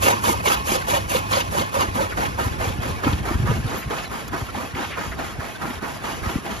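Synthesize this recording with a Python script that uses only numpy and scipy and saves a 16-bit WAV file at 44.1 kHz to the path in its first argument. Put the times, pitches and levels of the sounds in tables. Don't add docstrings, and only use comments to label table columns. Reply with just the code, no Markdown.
import sys
import numpy as np
from scipy import signal
from scipy.fft import rfft, irfft
from scipy.io import wavfile
from scipy.ndimage import uniform_filter1d, map_coordinates

SR = 44100
rng = np.random.default_rng(int(sys.argv[2]) if len(sys.argv) > 2 else 0)


def bounce(signal):
    frames = np.transpose(np.atleast_2d(signal))
    limited = np.clip(frames, -1, 1)
    pcm = np.round(limited * 32767).astype(np.int16)
    wavfile.write(sys.argv[1], SR, pcm)


N = 291059
TIME = np.arange(N) / SR
FREQS = np.fft.rfftfreq(N, 1 / SR) + 1e-3

# [time_s, distance_m, turned_away]
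WALK = [(0, 1.6, 0.03), (1, 2.62, 0.01), (1.9, 2.52, 0.06), (2.4, 3.08, 0.22), (3.5, 4.22, 0.7),
        (4.2, 4.84, 0.64), (5.4, 6.28, 0.85), (6.2, 4.2, 0.7), (6.6, 6.4, 0.87)]
# [freq_hz, left_lead_rad, likeness (0-1), left_minus_right_db]
PORTS = [(100, 0, .6, 0), (270, -.8, .8, 1), (480, -1.75, .93, -1.5), (750, -2.35, .93, -3),
         (1350, -2.55, .9, -2.5), (2000, -3, .6, -1), (2400, 2, .55, -1), (3000, 1, .7, -.5),
         (4200, .3, .62, 3), (5100, 1.7, .45, 2), (5800, -1.6, .45, 0), (7000, -1.7, .5, 0),
         (7500, -2.5, .85, 0), (8000, -3.05, .99, 0), (8500, -3.14, 1, 0), (9100, -3.25, .99, 0),
         (10000, -3.9, .8, 0), (12500, -6.2, .82, 0)]
# [time_s, rumble_db]
BREEZE = [(0, -35), (1, -36), (1.9, -37), (2.6, -35), (3.5, -32), (3.75, -37.5), (4.1, -43), (5.2, -40.5),
          (6.6, -39.5)]
# [centre_s, level_db, pitch_hz, length_s]
PUFFS = [(1.5, -27.5, 82.6, 0.026), (1.589, -26, 90, 0.02), (1.886, -21.5, 75, 0.012),
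         (2.469, -17.5, 84, 0.015), (2.518, -18.5, 75, 0.012), (2.541, -27, 81, 0.0095),
         (2.68, -20.5, 94, 0.011), (2.706, -23, 209, 0.011), (2.795, -19, 119, 0.011),
         (2.828, -31, 55, 0.016), (2.868, -26, 266, 0.0087), (2.901, -23, 100, 0.01),
         (3.074, -16.5, 269, 0.019), (3.076, -14, 139, 0.01), (3.096, -16.5, 95, 0.011),
         (3.13, -23, 242, 0.008), (3.139, -18.5, 85, 0.023), (3.212, -17, 121, 0.012),
         (3.314, -19.5, 297, 0.0067), (3.356, -13, 84, 0.013), (3.406, -17.5, 105, 0.016),
         (3.444, -14, 114, 0.026), (3.506, -16, 132.4, 0.025), (3.532, -29, 90, 0.016),
         (3.567, -21, 85, 0.044), (3.598, -24, 131, 0.012), (3.657, -18.5, 116, 0.024),
         (3.877, -23.5, 112, 0.025), (4.426, -21, 112, 0.011), (4.743, -27, 109, 0.01),
         (5.079, -30, 95, 0.009), (5.39, -25.5, 116, 0.012), (5.645, -23, 150, 0.012),
         (6.226, -25, 84, 0.011), (6.274, -20, 81.6, 0.014), (6.305, -26, 300, 0.008),
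         (6.361, -17.5, 250, 0.0066), (6.364, -17, 141, 0.0064), (6.387, -22.5, 286, 0.0039)]
# [freq_hz, level_db]
RUMBLE_SPECTRUM = [(20, -58), (40, -2.5), (65, 2.5), (110, -2.5), (180, -9), (400, -21.5), (1000, -91)]
# [freq_hz, level_db]
RUSH_SPECTRUM = [(120, 4.0), (220, 9), (340, 3.5), (480, 2.5), (900, -48)]
FLUTTER_SPECTRUM = [(70, 7.5), (150, 2.0), (290, -2), (450, -13.5), (1200, -63)]
# [start_s, level_db, pitch_hz]
CHIRPS = [(3.987, -37, 4000), (4.054, -31.5, 3950)]
# [centre_s, level_db, centre_hz, width_octaves, length_s]
SCUFFS = [(2.125, -30.5, 1500, 0.78, 0.022), (3.702, -41, 6000, 0.71, 0.0051),
          (3.787, -41, 12000, 0.22, 0.045), (3.831, -34, 1940, 1, 0.023),
          (4.281, -38.5, 5800, 0.71, 0.0068), (4.282, -40, 12200, 0.64, 0.0066),
          (4.931, -33, 1810, 1.34, 0.057), (5.125, -31, 1490, 1, 0.024)]
# [freq_hz, level_db]
GEAR_SPECTRUM = [(110, 11.5), (220, 5), (500, 3), (700, 5.5), (950, 1), (1080, 3.5), (1300, 1.5),
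                 (1600, 2.5), (2100, -1.5), (2550, -1.5), (4000, -10.5), (5600, -10.5), (7000, -11.5),
                 (9300, -11), (11500, -8), (14000, -77)]
# [pitch_hz, width_hz, level_db]
WHINE_MODES = [(860, 26, -3), (983, 15, -3.5), (1062, 19, 1), (1740, 70, -7.5), (2507, 50, -6.5)]
# [start_s, level_db, centre_hz]
CRACKS = [(0.048, -25, 3160), (0.470, -15, 2420), (0.538, -23, 2880), (0.899, -21, 2480),
          (1.154, -18, 3020), (1.327, -15.5, 3020), (1.59, -24, 3040), (1.792, -28, 2400),
          (1.815, -29, 2900), (2.011, -27, 2130), (2.25, -20.5, 2050), (2.611, -27, 2000),
          (3.042, -23, 2600), (3.125, -24.5, 2840), (3.906, -29, 2350), (3.984, -24, 2370),
          (4.747, -28, 2070), (4.77, -32, 2240), (4.844, -26, 2590), (5.701, -30, 2630), (6.054, -31, 2200),
          (6.461, -34, 2740)]
# [start_s, level_db, pitch_hz]
KNOCKS = [(0.045, -10, 453), (0.294, -10.5, 341), (0.472, -9.5, 451), (0.717, -11, 354), (0.936, -6.5, 579),
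          (1.148, -3.5, 513), (1.369, -7.5, 560), (1.549, -12.5, 572), (1.766, -6.5, 555),
          (2.005, -11, 567), (2.177, -15, 745), (2.439, -22, 514), (2.607, -20, 636), (2.651, -21, 485),
          (2.839, -29, 766), (2.863, -24, 483), (3.471, -22, 507), (3.512, -14.5, 446), (3.905, -17.5, 433),
          (4.156, -24, 920), (4.333, -32, 686), (4.548, -18, 810), (4.837, -21, 850), (5.033, -24, 960),
          (5.192, -21.5, 653), (5.623, -30, 969), (5.873, -21, 840), (6.459, -20.5, 794)]
# [start_s, extra_bite_db, extra_shear_db, extra_crunch_db]
STROKES = [(0.023, 1, 2.5, 1), (0.235, 2.5, 0, -1.5), (0.452, 3, 2, 1.5), (0.666, 0.5, -2, 0.5),
           (0.882, 2, 0, 0.5), (1.094, -1, 0, 0), (1.31, 3.5, 1.5, 3.5), (1.522, -0.5, 0.5, 1),
           (1.739, 1, 1.5, 3), (1.95, 1.5, 1, 0), (2.169, 3, 1, 1), (2.384, 4, -3, -0.5),
           (2.599, 4.5, -2.5, 3), (2.817, 0.5, -2, 2.5), (3.033, 5, 1, 4), (3.25, 3, 0, 2),
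           (3.466, 3.5, -3, 2.5), (3.683, 0, 1.5, 4.5), (3.898, 4, -0.5, 3), (4.112, 1.5, -4, 1.5),
           (4.327, 5, -3.5, 1.5), (4.541, 0.5, 0, 2.5), (4.754, 2.5, 2, 5), (4.968, 4, -1, 5),
           (5.184, 5.5, -3, 3.5), (5.395, 3, -1, 0.5), (5.611, 3, 0, -8), (5.822, 4, -3, 0),
           (6.035, 2, 1, 4.5), (6.231, 2, -1.5, 4.5), (6.445, 0, 1, 5)]
# [pitch_hz, width_hz, level_db]
FRAME_MODES = [(363, 31, 0), (538, 56, 2), (665, 17, 5), (791.5, 24, 6.5), (952, 14, 5), (1237, 11, 7.5),
               (1677, 17, -9.5), (1827, 26, 1)]
# [freq_hz, level_db]
CHOP_NEAR_SPECTRUM = [(90, -11), (200, -2.5), (350, -7), (430, -3.5), (530, 2), (680, -5.5), (960, 3),
                      (1200, -3), (1500, -5.5), (2100, -18.5), (3200, -70)]
# [freq_hz, level_db]
CHOP_FAR_SPECTRUM = [(90, -20), (200, 5.5), (310, 2), (450, -3), (560, -5.5), (800, -4), (1000, -1),
                     (1230, -2.5), (1500, -4.5), (2100, -8.5), (3200, -15.5)]
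# [freq_hz, level_db]
CRUNCH_SPECTRUM = [(1200, -1.5), (2100, 2), (2900, 6), (4000, -3.5), (5200, -2.5), (5600, -13), (6200, -1),
                   (7200, -8), (9500, -86)]
# [freq_hz, level_db]
SPRAY_SPECTRUM = [(4800, -6), (6000, 0), (8000, 1.5), (10000, 3), (11700, 1), (12800, -6), (14000, -17),
                  (15000, -26)]
# [freq_hz, level_db]
CLACK_SPECTRUM = [(300, -10), (450, 2.0), (900, -5.0), (1800, 3.5), (3000, -42.0), (6000, -43)]

NEAR_M = 2
TOP_HZ = 14900
SHADE_FROM_S, SHADE_TO_S, SHADE_DB = 1.2, 1.9, 7
PUFF_SAG, PUFF_FLUTTER_DB = 0.48, -10
SCUFF_RISE = 0.59
CHIRP_DROP, CHIRP_GLIDE_S, CHIRP_DECAY_S = 0.156, 0.0035, 0.013
HUM_HZ, HUM_DB, HUM_AWAY_DB = 99.2, -39.5, -17
GEAR_DB, GEAR_FALL = -28, 0.64
LULL_LEAD_S, LULL_S, LULL_DB = 0.021, 0.02, -3
RING_DRIFT, WHINE_DRIFT = 0.012, 0.004
CRACK_RISE_S, CRACK_DECAY_S = 0.003, 0.01
STROKE_S = 0.097
BITE_DB, SHEAR_DB, CRUNCH_DB, SPRAY_DB, CLACK_DB = -19, -16, -25.5, -26.5, -27.5
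BITE_AWAY_DB, SHEAR_AWAY_DB, CRUNCH_AWAY_DB, SPRAY_AWAY_DB, CLACK_AWAY_DB = 0, -2.5, -3.5, -4, 5
CHOP_RISE_S, CHOP_FALL_S, CRUNCH_RISE_S, CRUNCH_FALL_S = 0.026, 0.046, 0.02, 0.034
LEDGE_S, LEDGE_DB = 0.0463, -4


def undb(db):
    return 10 ** (np.asarray(db) / 20)


def unit(x):
    return x / np.sqrt(np.mean(x ** 2))


def colour(x, points):
    hz, db = np.transpose(points)
    low_skirt = 1 / (1 + (hz[0] / 2 / FREQS) ** 4)
    high_skirt = 1 / (1 + (FREQS / hz[-1] / 2) ** 4)
    gain = undb(np.interp(np.log(FREQS), np.log(hz), db))
    return unit(irfft(rfft(x) * low_skirt * high_skirt * gain, N))


def band_pass(x, order, edges_hz):
    return signal.sosfilt(signal.butter(order, edges_hz, "band", fs=SR, output="sos"), x)


def wander(rate):
    k = int(SR / rate)
    steps = np.repeat(rng.standard_normal(N // k + 1), k)
    return unit(uniform_filter1d(steps, k)[:N])


def drift(x, share, rate):
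    at = np.arange(N) + np.cumsum(share * wander(rate))
    return np.array([map_coordinates(row, [at], mode="mirror") for row in x])


def snaps(rate, spread_db):
    struck = rng.random((3, N)) < rate / SR
    return struck * rng.standard_normal((3, N)) * undb(spread_db * rng.standard_normal((3, N)))


def stalks(rate, low_hz, high_hz, decay, spread_db):
    draws = rng.random((int(rate * N / SR), 6))
    t = TIME[:SR // 50]
    out = np.zeros((3, N + len(t)))
    starts = (draws[:, 0] * N).astype(int)
    hz = low_hz + (high_hz - low_hz) * draws[:, 1:2]
    tones = undb(spread_db * draws[:, 2:3] ** 2) * np.exp(t * (2j * np.pi * hz - 1 / decay))
    turns = np.exp(2j * np.pi * draws[:, 3:, None])
    for i, tone, turn in zip(starts, tones, turns):
        out[:, i:i + len(t)] += (tone * turn).real
    return unit(out[:, :N])


def ring(x, modes):
    response = 0
    for hz, width, db in modes:
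        detuning = (FREQS ** 2 - hz ** 2) / (FREQS * width)
        response = response + undb(db) / np.sqrt(width) / (1 + 1j * detuning)
    return unit(irfft(rfft(x) * response, N))


def wind(rumble_db):
    air = rng.standard_normal((3, N))
    air = air[0] + 0.95 * air[1:]
    gusts_db = 2.6 * wander(22)
    out = colour(air, RUMBLE_SPECTRUM) * undb(rumble_db + 1.5 + gusts_db)
    out += colour(rng.standard_normal((2, N)), RUSH_SPECTRUM) * undb(-42.0 + 2 * wander(15))
    flutter = colour(air, FLUTTER_SPECTRUM)
    for s, db, hz, length in PUFFS:
        near = slice(max(int((s - 2 * length) * SR), 0), int((s + 2 * length) * SR))
        t = TIME[near] - s
        phase = 2 * np.pi * rng.random() + 0.22 * rng.standard_normal((2, 1))
        cycles = hz * t * (1 - PUFF_SAG * t / length / 2)
        eddy = np.sqrt(2) * np.cos(2 * np.pi * cycles + phase)
        puff = undb(-2.3) * eddy + undb(PUFF_FLUTTER_DB) * flutter[:, near]
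        out[:, near] += undb(db) * np.exp(-2 * (t / length) ** 2) * puff
    return out


def chirps():
    out, t = np.zeros(N), TIME[:SR // 10]
    swell = np.exp(-t / CHIRP_DECAY_S) * (1 - np.exp(-t / 0.002))
    for s, db, hz in CHIRPS:
        glide = CHIRP_DROP * np.exp(-t / CHIRP_GLIDE_S)
        pitch = hz * (1 + glide + 0.015 * wander(500)[:len(t)])
        i = int(s * SR)
        out[i:i + len(t)] += undb(db) * swell * np.sin(2 * np.pi * np.cumsum(pitch) / SR)
    return out


def scuffs():
    out = np.zeros((2, N))
    for s, db, hz, octaves, length in SCUFFS:
        edges_hz = [hz * 2 ** (-octaves / 2), min(hz * 2 ** (octaves / 2), SR / 3)]
        noise = rng.standard_normal((3, N))
        grit = unit(band_pass(noise[0] + noise[1:] / 2, 3, edges_hz))
        span = length * np.where(TIME < s, SCUFF_RISE, 1)
        out += undb(db) * grit * np.exp(-2 * np.minimum(np.abs(TIME - s) / span, 10) ** 2)
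    return out


def motor_hum(hum_db):
    phase = 2 * np.pi * np.cumsum(HUM_HZ * (1 + 0.0213 * wander(10))) / SR
    tone = unit(np.sin(phase) + undb(-7.5) * np.sin(2 * phase))
    return tone * undb(hum_db + 3.5 * wander(13))


def feed_lull():
    dips = 0
    for s in np.transpose(STROKES)[0]:
        dips = dips + np.exp(-2 * np.minimum(np.abs(TIME - s + LULL_LEAD_S) / LULL_S, 10) ** 2)
    return LULL_DB * dips


def gear_rattle():
    teeth = unit(snaps(6000, 0.82)) + 0.5 * stalks(700, 295, 5995, decay=0.017, spread_db=6.5)
    return colour(teeth, GEAR_SPECTRUM) * undb(-2.5 + 1.6 * wander(70) + 0.47 * wander(12))


def gear_whine(away):
    whine = drift(ring(snaps(3500, 2.5), WHINE_MODES), WHINE_DRIFT, 5) * undb(-7.0 - 11.0 * away)
    load_db = 1.7 * wander(16)
    return whine * undb(2.5 + load_db)


def cracks():
    out, t = np.zeros((3, N)), TIME[:SR // 8]
    splinters = unit(snaps(6000, 2.2))
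    burst = np.exp(-t / CRACK_DECAY_S) * (1 - np.exp(-t / CRACK_RISE_S))
    for s, db, hz in CRACKS:
        near = slice(int(s * SR), int(s * SR) + len(t))
        shower = unit(band_pass(splinters[:, near], 2, [hz * .72, hz * 1.35]))
        out[:, near] += undb(db) * burst * shower
    return out


def knocks():
    out, t = np.zeros((3, N)), TIME[:SR // 8]
    for s, db, hz in KNOCKS:
        plate = np.sin(2 * np.pi * hz * t) * np.exp(-t / 0.0079) * (1 - np.exp(-t / 0.0034))
        crack = band_pass(rng.standard_normal((3, len(t))), 2, [500, 2000]) * np.exp(-t / 0.01)
        i = int(s * SR)
        out[:, i:i + len(t)] += undb(db) * (undb(-2.0) * plate + undb(-13.0) * crack)
    return out


def clacks(starts, stroke_db, late, rise, decay):
    hits = np.zeros(N)
    for s, db in zip(starts + late, stroke_db):
        near = slice(int(s * SR), int(s * SR) + SR // 10)
        t = TIME[near] - s
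        hits[near] += undb(CLACK_DB + db) * np.exp(-t / decay) * np.clip(t / rise, 0, 1)
    return hits * colour(snaps(5000, 3.9), CLACK_SPECTRUM)


def blade_force(starts, bite_db, shear_db, rise, fall, late, sag_db, jolt_db):
    force = np.zeros(N)
    for s, bite, shear in zip(starts, bite_db, shear_db):
        inside = s + late + (STROKE_S - late) * np.array([0, .2, .42, .68, 1])
        touch = inside[0] - .004
        times = [touch - 2 * rise, touch, *inside, inside[-1] + 2 * fall]
        middle = (bite + shear) / 2 - sag_db
        levels = [bite - 30, bite - jolt_db, bite, bite, middle, shear, shear - 2, shear - 40]
        near = slice(max(int(times[0] * SR), 0), int(times[-1] * SR))
        force[near] += undb(np.interp(TIME[near], times, levels))
    return force


def spray(starts, spray_db, tearing):
    hiss = colour(snaps(14000, 0.62), SPRAY_SPECTRUM) * undb(-1.4 + 0.89 * tearing + 0.72 * wander(36))
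    return hiss * blade_force(starts, spray_db, spray_db + 1.0, rise=0.023, fall=0.012,
                              late=0.0021, sag_db=1.5, jolt_db=6.0)


def crunch(starts, crunch_db, thick_db, tearing):
    splinters = 1.4 * unit(snaps(3000, 3.0)) + stalks(900, 1328, 8000, decay=0.031, spread_db=9.0)
    shred_db = 1.5 * tearing + .7 * wander(260)
    shred = colour(splinters, CRUNCH_SPECTRUM) * undb(-2.95 + shred_db)
    return shred * blade_force(starts, crunch_db + 0.5 + 0.15 * thick_db, crunch_db + 2.5,
                               rise=CRUNCH_RISE_S, fall=CRUNCH_FALL_S, late=0.014, sag_db=1.0, jolt_db=2.0)


def snapping(spectrum):
    crowd = 1.6 * unit(snaps(2600, 0.87)) + stalks(420, 181.0, 2602, decay=0.012, spread_db=0)
    return colour(crowd, spectrum)


def chop(starts, bite_db, shear_db, tearing, away):
    near, far = snapping(CHOP_NEAR_SPECTRUM), snapping(CHOP_FAR_SPECTRUM)
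    frame = drift(ring(snaps(2600, 2.3), FRAME_MODES), RING_DRIFT, 10)
    body = undb(-2.5) * (np.sqrt(1 - away) * near + np.sqrt(away) * far) + undb(-7.5) * frame
    force = blade_force(starts, bite_db, shear_db, rise=CHOP_RISE_S, fall=CHOP_FALL_S,
                        late=0.0048, sag_db=-0.5, jolt_db=7.5)
    return body * force * undb(-2.5 + 1.2 * tearing)


def cutting(loss_db, away):
    starts, thick_db, tough_db, crisp_db = np.transpose(STROKES)
    turned = np.interp(starts, TIME, away)
    stroke_db = -np.interp(starts, TIME, loss_db)
    treble_db = stroke_db - SHADE_DB * np.interp(starts, [SHADE_FROM_S, SHADE_TO_S], [0, 1])
    bite_db = stroke_db + thick_db + BITE_DB + BITE_AWAY_DB * turned
    shear_db = stroke_db + tough_db + SHEAR_DB + SHEAR_AWAY_DB * turned
    crunch_db = treble_db + crisp_db + CRUNCH_DB + CRUNCH_AWAY_DB * turned
    spray_db = treble_db + SPRAY_DB + SPRAY_AWAY_DB * turned
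    clack_db = stroke_db + CLACK_AWAY_DB * turned
    tearing = wander(110)
    out = chop(starts, bite_db, shear_db, tearing, away)
    out += crunch(starts, crunch_db, thick_db, tearing)
    out += spray(starts, spray_db, tearing)
    out += clacks(starts, clack_db + thick_db, late=0.001, rise=0.014, decay=0.023)
    out += clacks(starts, clack_db + tough_db + LEDGE_DB, late=LEDGE_S, rise=0.012, decay=0.02)
    return out


def yard(x, t60, delay):
    t = TIME[:SR // 3]
    swell = np.clip(t / delay, 0, 1) ** 2
    tail = rng.standard_normal((3, len(t))) * undb(-60 * np.abs(t - delay) / t60) * swell
    tail /= np.sqrt(np.sum(tail ** 2) / 3)
    echo = signal.fftconvolve(x[None], tail, axes=1)[:, :N]
    return signal.sosfilt(signal.butter(1, 3200, "high", fs=SR, output="sos"), echo)


def ports(x, away):
    hz, s, z = signal.stft(x, SR, nperseg=512)
    table_hz, *columns = np.transpose(PORTS)
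    lead, alike, pan_db = (np.interp(hz, table_hz, c)[:, None] for c in columns)
    turned = np.interp(s, TIME, away) * (hz < 2200)[:, None]
    lead = lead * (1 - .8 * turned ** 2)
    alike = alike * (1 - .55 * turned)
    left = np.sqrt(alike) * z[0] * np.exp(1j * lead) + np.sqrt(1 - alike) * z[1]
    right = np.sqrt(alike) * z[0] + np.sqrt(1 - alike) * z[2]
    panned = np.array([left * undb(pan_db / 2), right * undb(-pan_db / 2)])
    return signal.istft(panned, SR)[1][:, :N]


def scene():
    s, *columns = np.transpose(WALK)
    distance_m, away = (np.interp(TIME, s, c) for c in columns)
    away = np.clip(away, 0, 1)
    loss_db = 20 * np.log10(distance_m / NEAR_M)
    gear_db = GEAR_DB - GEAR_FALL * loss_db + feed_lull()
    gears = (gear_rattle() + gear_whine(away)) * undb(gear_db)
    hum = motor_hum(HUM_DB - loss_db + HUM_AWAY_DB * away)
    blades = cutting(loss_db, away) + knocks() + cracks()
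    echo = yard(blades[0] * undb(-15.5 + 19.2 * away), t60=0.12, delay=0.052)
    machine = ports(blades + echo + gears + hum, away)
    breeze_db = np.interp(TIME, *np.transpose(BREEZE))
    return machine + wind(breeze_db) + scuffs() + chirps()


def record(dry):
    thinned = signal.sosfilt(signal.butter(2, 30, "high", fs=SR, output="sos"), dry)
    return signal.sosfilt(signal.ellip(8, .2, 70, TOP_HZ, fs=SR, output="sos"), thinned)


dry = scene()
out = record(dry)
bounce(out)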